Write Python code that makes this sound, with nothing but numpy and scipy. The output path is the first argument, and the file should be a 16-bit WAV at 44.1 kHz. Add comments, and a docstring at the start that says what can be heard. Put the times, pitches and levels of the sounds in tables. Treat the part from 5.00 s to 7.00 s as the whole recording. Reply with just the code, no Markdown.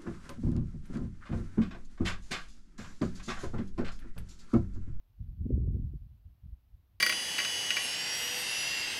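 """Wind buffets a microphone in a straw blind on a quiet field.
It opens on a deep draught, the field's faint hush and microphone hiss, which last throughout.
From 0.2 s a gust builds: slow air only rumbles, faster air adds a low flutter,
and single eddies thump the port, hardest near 0.5 s.
After 1 s the gust has passed and a few weak puffs follow."""
import sys
import numpy as np
from scipy import signal
from scipy.fft import rfft, irfft, next_fast_len
from scipy.io import wavfile
from scipy.ndimage import uniform_filter1d

SR = 44100
rng = np.random.default_rng(int(sys.argv[2]) if len(sys.argv) > 2 else 0)


def generate_wav(sig):
    """Save sig (samples, or channels by samples) to the path in sys.argv[1] as 16-bit PCM at SR."""
    pcm = np.round(np.clip(np.atleast_2d(sig).T, -1, 1) * 32767).astype(np.int16)
    wavfile.write(sys.argv[1], SR, pcm)


N = 88200


def amp(db):
    """Decibels to gain."""
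    return 10 ** (np.asarray(db) / 20)


def unit(x):
    """Scale to rms 1."""
    return x / np.sqrt(np.mean(x ** 2) + 1e-20)


def curve(rows, round_s=0.014):
    """Per-sample curve from (s, value) rows, corners rounded: air cannot change speed at once."""
    ramps = np.interp(np.arange(N) / SR, *np.transpose(rows))
    return uniform_filter1d(ramps, size=int(round_s * SR))


def filtered(x, response):
    """Zero-phase filter with gain response(hz)."""
    size = next_fast_len(N + SR // 2)
    return irfft(rfft(x, size) * response(np.fft.rfftfreq(size, 1 / SR)), size)[:N]


def noise(spectrum):
    """Noise of rms 1, coloured by (Hz, dB) rows on a log axis."""
    row_hz, row_db = np.transpose(spectrum)
    gain = lambda hz: amp(np.interp(np.log(hz + 1), np.log(row_hz + 1), row_db, left=-120, right=-120))
    return unit(filtered(rng.standard_normal(N + SR), gain))


def turbulence(spectrum, steady, span_s):
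    """Coloured noise; swells longer than span_s are evened out by the share steady."""
    x = noise(spectrum)
    window = signal.windows.hann(int(span_s * SR) + 3)
    power = signal.fftconvolve(np.abs(signal.hilbert(x)) ** 2, window / window.sum(), "same")
    return unit(x / (np.abs(power) + 1e-6) ** (steady / 2))


def microphone_hiss(flow_db, level_db=-83, lift_db_per_db=0.0633):
    """Thin hiss, lifting slightly with the flow."""
    # Each row: frequency in Hz, relative density in dB.
    spectrum = [(100, -12), (1500, -2), (2900, 1.5), (4200, -1.5), (5500, -5), (7500, -11.5), (9500, -11),
                (11000, -4), (12500, 1), (14000, -1), (15500, -3)]
    to_nyquist = spectrum + [(SR / 2, spectrum[-1][1])]
    lift_db = lift_db_per_db * (flow_db - flow_db.mean())
    return amp(level_db + lift_db) * noise(to_nyquist)


def field_air(draught_db=-68, hush_db=-83.5):
    """Deep draught of air that never quite stops, plus the hush of the field."""
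    # Each row: frequency in Hz, relative density in dB.
    draught_spectrum = [(15, -20), (30, -3), (50, 0), (70, -3), (100, -10.5), (170, -25.5), (300, -50)]
    hush_spectrum = [(25, 4.5), (100, 4), (170, 1.5), (280, 5.5), (400, -3.5), (700, -0.5), (1200, -5.5),
                     (2000, -12.5), (5000, -31)]
    return amp(draught_db) * noise(draught_spectrum) + amp(hush_db) * noise(hush_spectrum)


def eddies(low_cut_hz=40, steepness=4.1):
    """One soft pressure push per eddy, through the microphone's low cut; small, fast ones reach higher."""
    # Each row: time in seconds, peak in dB, top of band in Hz.
    hits = [(0.213, -36.5, 64.7), (.289, -32.5, 74), (.414, -25, 180), (0.457, -29.5, 340),
            (.465, -25, 400), (0.496, -33.5, 400), (0.507, -23, 508), (0.517, -31.5, 398.5),
            (0.53, -27.5, 400), (0.535, -22, 80), (0.553, -24.5, 90), (.555, -36, 469), (0.58, -24, 430),
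            (0.605, -36.5, 420), (.649, -39, 420), (0.677, -34.5, 500), (0.687, -26, 240),
            (0.707, -36, 400), (0.747, -33, 420), (0.768, -35, 460), (0.798, -27.5, 280),
            (0.844, -31, 111.7), (.939, -38, 400), (0.957, -31, 170), (1.023, -33.5, 109),
            (1.067, -42.5, 170), (1.261, -40.5, 98), (1.463, -37.5, 186), (1.494, -41.5, 133),
            (1.533, -36.5, 79.3), (1.745, -44.5, 81)]
    low_cut = lambda hz: hz ** 2 / np.hypot(hz ** 2, low_cut_hz ** 2)
    out = np.zeros(N)
    for time_s, peak_db, top_hz in hits:
        band = lambda hz: np.exp(-(hz / top_hz) ** steepness) * low_cut(hz)
        push = filtered(signal.unit_impulse(N, round(time_s * SR)), band)
        out += amp(peak_db) * push / push.max()
    return out


def wind(flow_db, full_gust_db=-31, buffet_db_per_db=1.3):
    """Pressure swings at the port: buffet grows faster than rumble; the gust's fast core flutters."""
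    # Each row: frequency in Hz, relative density in dB.
    rumble_spectrum = [(15, -35.5), (25, -16.5), (45, -3.5), (62, 1), (85, -5.5), (115, -10.5),
                       (160, -30.5), (260, -48), (450, -78)]
    buffet_spectrum = [(50, -29), (90, 1.5), (120, 3.5), (170, -2.5), (230, -12.5), (300, -20.5),
                       (420, -37.5), (700, -81)]
    flutter_spectrum = [(120, -23.5), (220, 3.5), (290, -6), (390, -10.5), (500, -28), (630, -30),
                        (800, -43), (1200, -77)]
    # Each row: time in seconds, strength of the core in dB.
    gust_core = [(0.35, -85.5), (0.416, -63.5), (0.428, -70), (0.462, -32), (0.484, -57), (0.504, -26),
                 (0.536, -41), (0.584, -41), (0.624, -46.5), (0.684, -42.5), (0.724, -56.5), (0.762, -38.5),
                 (0.906, -75), (0.942, -49.5), (0.956, -73), (1.05, -84)]
    rumble_db = flow_db - 2.5
    buffet_db = -40 + buffet_db_per_db * (flow_db - full_gust_db)
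    flutter_db = curve(gust_core) - 4.5
    rumble = amp(rumble_db) * turbulence(rumble_spectrum, steady=0.6, span_s=0.037)
    buffet = amp(buffet_db) * turbulence(buffet_spectrum, steady=0.38, span_s=0.031)
    flutter = amp(flutter_db) * turbulence(flutter_spectrum, steady=0.27, span_s=0.067)
    return rumble + buffet + flutter


def scene():
    """Wind and background at one microphone."""
    # Each row: time in seconds, strength of the air flow at the port in dB.
    air_flow = [(0.0, -75), (0.06, -72.5), (0.09, -62), (0.17, -66.5), (0.19, -45), (0.21, -36),
                (0.26, -43), (0.29, -38), (0.36, -46), (0.42, -32), (0.48, -35.5), (0.54, -27),
                (0.58, -28.5), (0.76, -31), (0.78, -37), (0.83, -30), (0.93, -41), (0.96, -33), (0.99, -55),
                (1.02, -42.5), (1.09, -54.5), (1.12, -48), (1.23, -65.5), (1.25, -62), (1.26, -46.5),
                (1.41, -67), (1.44, -45), (1.54, -51.5), (1.58, -62), (1.66, -70.5), (1.75, -55.5),
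                (1.77, -57.5), (1.88, -69.5), (1.96, -58), (2.0, -66)]
    flow_db = curve(air_flow)
    return (wind(flow_db) + eddies() + microphone_hiss(flow_db) + field_air())[None]


def record(dry):
    """Steep low-pass at the recorder's band limit."""
    top_hz = 15750
    low_pass = signal.ellip(12, 0.1, 90, top_hz, fs=SR, output="sos")
    return signal.sosfilt(low_pass, dry)


dry = scene()
out = record(dry)
generate_wav(out)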